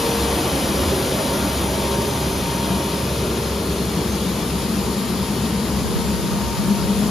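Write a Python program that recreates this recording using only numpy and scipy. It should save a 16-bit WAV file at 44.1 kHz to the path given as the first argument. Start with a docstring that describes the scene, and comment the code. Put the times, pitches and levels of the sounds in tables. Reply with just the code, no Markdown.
"""Bristles hiss on asphalt and air roars in a suction nozzle as a road sweeper crawls past along a lane.
A diesel hums at its firing rate and multiples, a fan whines at its blade rate, hydraulics whine faintly.
The viewpoint moves from the brushes to the tail: the fan's outlet drones louder through the hopper,
puffs boom in it and draught buffets the microphone. A small wheel squeaks faintly now and then.
Rushing sources are shaped noise in two ports; tonal ones are sines with wavering pitch or level."""
import sys
import numpy as np
from scipy import signal
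from scipy.fft import rfft, irfft
from scipy.io import wavfile
from scipy.ndimage import uniform_filter1d

SR = 44100
rng = np.random.default_rng(int(sys.argv[2]) if len(sys.argv) > 2 else 0)


def transcribe(signal):
    """Save signal, clipped to [-1, 1], as a 16-bit WAV file at the path in sys.argv[1]."""
    frames = np.atleast_2d(signal).T
    limited = np.clip(frames, -1, 1)
    pcm = np.round(limited * 32767).astype(np.int16)
    wavfile.write(sys.argv[1], SR, pcm)


N = 313110
TIME = np.arange(N) / SR

# viewpoint, 0 beside the brushes, 1 behind the truck: time_s, viewpoint
VIEWPOINT = [(0, 0.11), (1.2, 0.0017), (2.6, 0.14), (4.2, 0.73), (5.5, 0.89), (7.1, 1)]
# brief swells and dips of the bass: middle_s, length_s, change_db
BASS_SWELLS_AND_DIPS = [(.04, .2, -4), (.27, .2, 4), (.8, 0.24, 3), (1.0, .1, -7), (1.2, .18, -11),
                        (1.64, 0.14, 4.5), (1.8, .12, -3), (2.07, 0.11, -6), (2.38, .16, 6),
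                        (2.67, 0.15, 4), (2.87, .14, -6), (4.15, .25, 2), (4.5, 0.18, 4), (4.66, 0.14, -6),
                        (5.0, 0.38, -6), (5.35, 0.22, -5), (5.73, 0.22, 5.5), (5.96, .12, -12),
                        (6.1, .14, 5), (6.28, .16, -16), (6.39, .07, -8), (6.48, 0.14, 5.5),
                        (6.6, 0.25, -20)]
# puffs of exhaust air that make the hopper boom: peak_s, length_s, pitch_hz, level_db
PUFFS = [(.71, .07, 205, -22), (1.66, .09, 198, -27), (1.78, .08, 200, -27), (2.03, .08, 205, -28),
         (2.727, 0.18, 194, -23.5), (3.98, .08, 172, -24), (4.06, .08, 207, -25), (4.28, 0.087, 190, -24),
         (4.385, .08, 193, -24), (4.55, .07, 180, -24), (4.735, 0.07, 215, -22.5), (4.8, .06, 190, -24),
         (4.95, .1, 200, -24.5), (5.135, .08, 194, -23.5), (5.215, .08, 196, -24), (5.327, 0.088, 201, -21),
         (5.754, 0.2, 196, -22.5), (6.111, 0.085, 210, -20), (5.98, .07, 210, -24), (6.26, .08, 192, -24),
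         (6.417, 0.18, 206, -25.5), (6.718, .14, 205, -16), (6.905, .08, 198, -16), (7.01, 0.14, 206, -18)]


def gain_of(db):
    """Decibels to amplitude."""
    return 10 ** (np.asarray(db) / 20)


def evened(x):
    """Scales to unit rms."""
    return x / np.sqrt(np.mean(x ** 2) + 1e-20)


def curves(table, t):
    """Every column of a time table, read at the times t."""
    s, *columns = np.transpose(table)
    return [np.interp(t, s, c) for c in columns]


def read(table, hz):
    """Every column of a frequency table, read on a log axis."""
    f, *columns = np.transpose(table)
    return [np.interp(np.log(hz + 1), np.log(f + 1), c) for c in columns]


def seen(table, hz, t):
    """Blends a table's beside and behind columns as the truck moves on."""
    beside, behind = read(table, hz)
    return beside + (behind - beside) * curves(VIEWPOINT, t)[0]


def facing(beside_db, behind_db):
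    """Level of a source as the viewpoint moves from the truck's side to its tail."""
    return beside_db + (behind_db - beside_db) * curves(VIEWPOINT, TIME)[0]


def skirts(table, hz):
    """Fall of 24 dB an octave outside the range of a spectrum."""
    inside = np.clip(hz + 1, table[0][0], table[-1][0])
    return -24 * abs(np.log2((hz + 1) / inside))


def wander(rate_hz):
    """Slow chance of unit rms, up to about rate_hz swings a second."""
    hz = np.fft.rfftfreq(4096, TIME[-1] / 4096)
    spectrum = rfft(rng.standard_normal(4096))
    drift = irfft(spectrum * np.exp(-(hz / rate_hz) ** 2) * (hz > 0))
    return np.interp(TIME, np.linspace(0, TIME[-1], len(drift)), evened(drift))


def turns(hz, waver, rate_hz):
    """Phase in radians of a rotation or tone whose rate wavers slightly."""
    return 2 * np.pi * np.cumsum(hz * (1 + waver * wander(rate_hz))) / SR


def bump(s, length_s, t):
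    """A smooth swell from 0 to 1 and back, centred on s."""
    return np.cos(np.pi * np.clip((t - s) / length_s, -.5, .5)) ** 2


def swells_db(table, t):
    """Level change made by a table of brief swells and dips."""
    return sum(db * bump(s, length_s, t) for s, length_s, db in table)


def ramp(start_s, rise_s):
    """Rises from 0 to 1 and stays there."""
    return np.clip((TIME - start_s) / rise_s, 0, 1)


def placed(x, left_db):
    """A point source, louder in the left port by left_db."""
    return x * gain_of([[left_db / 2], [-left_db / 2]])


def rush(colour, patchy_db, size, even_above_hz=7500):
    """Turbulent noise of unit rms with drifting patches, as it arrives at the two ports."""
    # left minus right level: freq_hz, beside_db, behind_db
    balance = [(60, -1.5, 0.5), (220, 0, 3.8), (550, -1.5, 1.5), (724, 1, 5.6), (1150, 1.5, 1.5),
               (1500, 11, 6.6), (1850, 2.5, 6), (2260, 8.8, 5.8), (3470, 4, 3.9), (4450, 4.5, 7.7),
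               (5330, 0.5, 7.9), (6300, 1, 0.5)]
    # left-right likeness, 0 to 1: freq_hz, beside, behind
    likeness = [(60, 1, 0.98), (220, 0.97, 1), (700, 0.91, 0.75), (1190, 0.86, 0.9), (1780, 0.54, 0.46),
                (2400, 0.96, 0.76), (3860, 1, 0.97), (5570, 1, 0.49), (7100, 0.74, 0.35), (7670, 1, 1),
                (8670, 1, 1), (9550, 0.22, 0.26), (10800, 1, 1), (12500, 0.93, 0.97), (13200, .55, .55),
                (14350, 1, 1)]
    # phase lead of the left port: freq_hz, lead_rad
    lead = [(60, 0), (1350, 0.09), (1700, -0.7), (2200, 0.5), (2900, 0.2), (3300, 0), (5400, -0.5),
            (6700, 0.4), (7700, -3), (8600, -3), (9900, -5), (10600, -6.5), (12600, -6), (13400, -8),
            (14400, -3 * np.pi)]
    hop = size // 4
    t = np.arange(N // hop + 5)[:, None] * hop / SR
    hz = np.fft.rfftfreq(size, 1 / SR)
    a, b, c, d, patches = rng.standard_normal((5, len(t), len(hz)))
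    patches = uniform_filter1d(patches, size=4, axis=0)  # over time
    patches = evened(uniform_filter1d(patches, size=6, axis=1))  # over frequency
    same = np.clip(seen(likeness, hz, t), 0, 1)
    tilt = gain_of(seen(balance, hz, t) * (hz < even_above_hz))
    left = a + 1j * b
    right = same * left + np.sqrt(1 - same ** 2) * (c + 1j * d)
    right = right * np.exp(-1j * read(lead, hz)[0])
    ports = np.array([left * tilt, right]) / np.sqrt(1 + tilt ** 2)
    ports = ports * gain_of(colour(hz, t) + patchy_db * patches)
    noise = signal.istft(ports.transpose(0, 2, 1), nperseg=size, noverlap=size - hop)[1]
    return evened(noise[:, :N])


def cavity(centre, width_hz):
    """Rushing air narrowed by one resonance, whose pitch in Hz is centre(t)."""
    def colour(hz, t):
        return -20 * np.log10(1 + ((hz - centre(t)) / (width_hz / 2)) ** 2)
    return rush(colour, patchy_db=0.65, size=4096)


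def boom(s, length_s, hz, db):
    """A low note that swells and dies within length_s, its pitch wavering."""
    return gain_of(db) * bump(s, length_s, TIME) * np.sin(turns(hz, waver=.02, rate_hz=20.0))


def chassis(beside_db=-28.5, behind_db=-30.5, swell_share=0.5, bass_top_hz=98):
    """Low rumble of the body and tyres; its deepest part briefly swells and sinks."""
    # rumble spectrum: freq_hz, level_db
    rumble = [(20, -29), (30, -23), (42, -9), (60, -3), (82, -1), (105, -4), (125, 1.5), (165, -2),
              (210, -6), (320, -59)]

    def colour(hz, t):
        bass_db = swell_share * swells_db(BASS_SWELLS_AND_DIPS, t) * (hz < bass_top_hz)
        return read(rumble, hz)[0] + skirts(rumble, hz) + bass_db
    return gain_of(facing(beside_db, behind_db)) * rush(colour, patchy_db=0.4, size=4096)


def thud():
    """One soft low thud, a swelling and dying tone."""
    # single row: peak_s, length_s, pitch_hz, level_db
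    low_thud = (0.875, 0.14, 81.5, -23)
    return boom(*low_thud)


def wheel(waver=0.002, rough_db=2.0, trim_db=-0.7):
    """A small wheel sticks and slips in short, thin squeaks, some sagging in pitch."""
    # squeaks, pitch at the middle, level before trim: start_s, length_s, pitch_hz, glide_hz_per_s, level_db
    squeaks = [(1.89, .09, 6274, 0, -42.5), (1.99, .21, 6268, -30, -41.5), (2.2, .1, 6256, -100, -44.5),
               (2.28, .17, 6154, -80, -42.5), (2.48, .14, 6082, -450, -46), (4.06, .12, 6282, 0, -41.5),
               (4.17, .15, 6282, 0, -49.5), (4.39, .08, 6284, 0, -48.5), (5.74, .14, 6282, 0, -48.5),
               (6.24, .15, 6278, 0, -46.5), (6.45, .09, 6222, 0, -47), (6.57, .08, 6295, 0, -49.5)]
    out = np.zeros(N)
    drift = 1 + waver * wander(60)
    rough = gain_of(rough_db * wander(50))
    for s, length_s, hz, glide, db in squeaks:
        age_s = np.clip(TIME - s, 0, length_s)
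        pitch_hz = (hz + glide * (age_s - length_s / 2)) * drift
        swell = np.sqrt(abs(np.sin(np.pi * age_s / length_s)))
        out += gain_of(db) * swell * np.sin(2 * np.pi * np.cumsum(pitch_hz) / SR)
    return placed(out * rough * gain_of(trim_db), left_db=1.0)


def pumps(flutter_db=2.5):
    """Faint wavering whines of the hydraulics."""
    # whines of pumps and drives: pitch_hz, beside_db, behind_db
    drives = [(421.6, -42.5, -41.5), (644, -47, -51), (848, -70, -52), (1102, -49.5, -57),
              (1857, -64, -55.5)]
    whine = np.zeros(N)
    for hz, beside_db, behind_db in drives:
        level_db = facing(beside_db, behind_db) + flutter_db * wander(3.8)
        whine += gain_of(level_db) * np.sin(turns(hz, waver=.002, rate_hz=7.0))
    return placed(whine, left_db=0.5)


def engine(firing_hz=66.57, beside_db=-33.0, behind_db=-34.0, uneven_db=0.8):
    """A governed diesel: the firing tone and a few of its multiples; the hum swells and sinks unevenly."""
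    # firing orders: multiple_of_firing_rate, relative_db
    orders = [(1, 0), (2, -20), (3, -6.5), (5, -11), (6, -12)]
    phase = turns(firing_hz, waver=0.0019, rate_hz=3.0)
    hum = sum(gain_of(db) * np.sin(k * phase + 2 * np.pi * rng.random()) for k, db in orders)
    swell_db = swells_db(BASS_SWELLS_AND_DIPS, TIME) + uneven_db * wander(9.6)
    return placed(hum * gain_of(facing(beside_db, behind_db) + swell_db), left_db=1.0)


def fan(blade_hz=463.5, trim_db=-0.3, flutter_db=1.6):
    """Blade-passing tone; harmonics swell and fade as their paths change, and flutter in the air stream."""
    # blade tone before trim: time_s, level_db
    first = [(0, -29), (.07, -26), (.2, -29.5), (.37, -32.5), (.75, -38), (1.2, -45), (1.8, -44),
             (2.3, -56), (2.6, -43.5), (2.95, -42), (3.35, -36), (4.35, -37), (4.6, -40), (5.3, -42),
             (5.55, -38), (5.8, -40), (6.0, -32), (6.16, -39.5), (6.45, -40.5), (6.65, -54), (7.0, -37),
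             (7.1, -45)]
    # second harmonic before trim: time_s, level_db
    second = [(0, -38), (.3, -39), (.42, -55), (.85, -43), (.95, -48), (1.25, -39), (1.7, -41), (1.87, -33),
              (2.15, -33.5), (2.28, -39.5), (2.4, -38.5), (2.5, -32), (2.62, -36.5), (2.82, -35),
              (3.1, -43), (3.47, -44), (3.58, -57), (4.3, -54), (4.6, -39), (4.78, -47), (4.94, -42.5),
              (5.03, -53), (5.25, -41), (5.68, -43), (5.85, -46), (6.05, -38.5), (6.2, -40.5),
              (6.45, -35.5), (6.62, -39.5), (6.8, -36), (7.1, -50)]
    # third harmonic before trim: time_s, level_db
    third = [(0, -52), (.5, -46), (1.2, -49), (1.43, -40), (1.75, -58), (2.6, -47), (3.0, -53), (3.3, -45),
             (4.4, -56), (7.1, -55)]
    phase = turns(blade_hz, waver=0.0013, rate_hz=7.3)
    whine = np.zeros(N)
    for harmonic, fading in enumerate([first, second, third], 1):
        level_db = curves(fading, TIME)[0] + flutter_db * wander(12)
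        whine += gain_of(level_db) * np.sin(harmonic * phase)
    return placed(whine * gain_of(trim_db), left_db=3.0)


def hose(lower_width_hz=46, upper_width_hz=110, upper_ratio=1.425, pulsing_db=1.0):
    """The air column of the suction hose gives two hollow notes, which open up early on, drift and recede."""
    # hose notes: time_s, lower_pitch_hz, lower_db, upper_db
    notes = [(0, 373, -49, -44), (.62, 373, -43, -47), (.8, 375, -27.5, -32), (1.0, 380, -26, -32.5),
             (1.1, 386, -34, -33), (1.35, 386, -30.5, -34), (1.65, 394, -33.5, -38),
             (1.95, 398, -27, -31.5), (2.3, 388, -33.5, -44), (3.2, 384, -32, -35), (3.8, 390, -32, -44),
             (4.5, 380, -35, -49), (7.1, 382, -40, -48)]
    _, lower_db, upper_db = curves(notes, TIME)
    lower = gain_of(lower_db) * cavity(lambda t: curves(notes, t)[0], lower_width_hz)
    upper = gain_of(upper_db) * cavity(lambda t: upper_ratio * curves(notes, t)[0], upper_width_hz)
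    return (lower + upper) * gain_of(pulsing_db * wander(15))


def outlet(saturation=0.67, yield_db=-4.5, chug_db=2.0, chug_hz=22):
    """Exhaust air chugs through the hopper's close low modes as a rough drone that gives way to each puff."""
    # hopper modes: beside_hz, behind_hz, width_hz, relative_db
    modes = [(176, 172, 40, -7), (193, 203.4, 52, 0), (219, 229, 34, -5)]
    # drone as the outlet turns toward the microphone: time_s, level_db
    turning = [(0, -32.5), (3.4, -29.5), (4.1, -27), (5.0, -26), (5.5, -24.5), (6.0, -26), (6.5, -26.5),
               (6.68, -24), (7.1, -22)]
    # lulls between the puffs: bottom_s, length_s, change_db
    lulls = [(4.18, .06, -10), (4.6, .08, -11), (4.85, .1, -14), (5.08, .05, -8), (5.275, 0.061, -14),
             (5.87, 0.12, -6), (6.04, .07, -7), (6.19, 0.081, -14), (6.54, .14, -12), (6.8, 0.07, -5)]
    drone = np.zeros((2, N))
    for beside_hz, behind_hz, width_hz, db in modes:
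        def centre(t):
            return beside_hz + (behind_hz - beside_hz) * curves(VIEWPOINT, t)[0]
        drone += gain_of(db) * cavity(centre, width_hz)
    drone = evened(drone)
    swing = abs(signal.hilbert(drone.mean(0)))
    drone = drone / np.sqrt(1 + (saturation * swing) ** 2)  # limits the strongest swings
    drone = evened(drone * gain_of(chug_db * wander(chug_hz)))
    puffing = sum(bump(s, length_s, TIME) for s, length_s, _, _ in PUFFS)
    return gain_of(curves(turning, TIME)[0] + swells_db(lulls, TIME) + yield_db * puffing) * drone


def surges():
    """Stronger puffs of exhaust air swell the hopper's note."""
    return placed(sum(boom(*row) for row in PUFFS), left_db=3.5)


def draught(gusty_db=3.0, across=0.76, rise_s=.11, fall_s=.35):
    """Eddies of the exhaust air hit the microphone, pushing on one port while they pull on the other."""
    # eddy spectrum: freq_hz, level_db
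    buffet = [(20, -24), (32, -14), (53, 1), (75, -3), (130, -3), (200, -5), (330, -25), (600, -32)]
    # gusts: start_s, length_s, level_db
    gusts = [(4.55, .65, -43), (5.6, .25, -38), (5.785, 1.35, -30.5)]
    hz = np.fft.rfftfreq(N, 1 / SR)
    spectrum = rfft(rng.standard_normal((2, N)))
    eddies = irfft(spectrum * gain_of(read(buffet, hz)[0] + skirts(buffet, hz)), N)
    eddies = evened(eddies - across * eddies[::-1])
    force = np.zeros(N)
    for s, length_s, db in gusts:
        force += gain_of(db) * ramp(s, rise_s) * (1 - ramp(s + length_s, fall_s))
    return eddies * force * gain_of(gusty_db * wander(25))


def spreading_db(near_m=2.0):
    """Sound from the brushes and nozzle weakens with distance."""
    # distance to brushes and nozzle: time_s, distance_m
    path = [(0, 1.98), (1.0, 2.2), (2.2, 2.71), (3.0, 3), (3.6, 3.5), (5.0, 3.52), (6.4, 3.7), (7.1, 3.46)]
    return -20 * np.log10(curves(path, TIME)[0] / near_m)


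def suction(near_db=-23.0, falloff=1.105, unsteady_db=.5):
    """Air roars through the broad resonances of the nozzle."""
    # nozzle spectrum: freq_hz, beside_db, behind_db
    nozzle = [(133, -31, -28), (195, -6.5, 1.5), (258, -2, -2), (316, -2, -1), (402, -5.5, -6),
              (436, -13, -5), (514, -5.5, -6), (612, -8.5, -10), (786, -12.5, -11.5), (834, -10, -9.5),
              (1217, -13, -11.5), (1384, -20, -16.5), (1810, -33, -33)]
    roar = rush(lambda hz, t: seen(nozzle, hz, t) + skirts(nozzle, hz), patchy_db=1.33, size=4096)
    return gain_of(near_db + falloff * spreading_db() + unsteady_db * wander(11)) * roar


def reflections_db(hz, t, climb_per_s=.014):
    """Bands of the hiss swell or sink and creep upward as the truck pulls ahead."""
    # reflections from road and bodywork: middle_s, length_s, freq_hz, width_hz, change_db
    bands = [(2.9, 2, 2480, 130, 2.5), (3.5, 3.0, 3320, 260, 1.6), (3.4, 2.9, 4200, 140, 3),
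             (4.6, 2.2, 1620, 130, -2.2), (4.9, 3.6, 5980, 230, -2.4), (4.9, 3.4, 6920, 180, 1)]
    change_db = 0
    for s, length_s, middle_hz, width_hz, db in bands:
        centre_hz = middle_hz * (1 + climb_per_s * (t - s))
        change_db = change_db + db * bump(s, length_s, t) * np.exp(-((hz - centre_hz) / width_hz) ** 2)
    return change_db


def brushes(near_db=-25.0, scrape_db=0.21, turn_db=-0.1, turn_hz=3.1):
    """Countless bristles scrape the road; the worn brush presses a little harder once a turn."""
    # bristle spectrum: freq_hz, beside_db, behind_db
    bristles = [(900, -25, -30), (1485, 0.1, 0.5), (2030, -1.7, -1.2), (2460, 0.7, -0.4),
                (2700, -2.5, -1.1), (3020, 1.1, 0), (4530, -1.9, 0.5), (5080, -2, -0.2), (6100, -4.5, -4),
                (7200, -5, -2), (9050, -1.5, -2), (11180, -4.5, -5), (12600, -10, -9.5), (15400, -4.5, -5)]

    def colour(hz, t):
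        return seen(bristles, hz, t) + skirts(bristles, hz) + reflections_db(hz, t)
    hiss = rush(colour, patchy_db=1.34, size=2048)
    pressure_db = turn_db * np.sin(2 * np.pi * turn_hz * TIME) + scrape_db * wander(40)
    return hiss * gain_of(near_db + spreading_db() + pressure_db)


def scene():
    """Rushing air and bristles, with the machine's tones inside them."""
    air = suction() + hose() + outlet() + draught()
    tones = engine() + fan() + pumps() + wheel() + surges() + thud()
    return brushes() + chassis() + air + np.sqrt(2) * tones  # sqrt(2): tone levels are rms


def record(dry, low_cut_hz=33, edge_hz=15650):
    """The microphone's low cut and the recorder's band limit."""
    low_cut = signal.butter(4, low_cut_hz, "highpass", fs=SR, output="sos")
    low_pass = signal.firwin(511, edge_hz, window=("kaiser", 9), fs=SR)
    return signal.oaconvolve(signal.sosfilt(low_cut, dry), low_pass[None], "same")


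dry = scene()
out = record(dry)
transcribe(out)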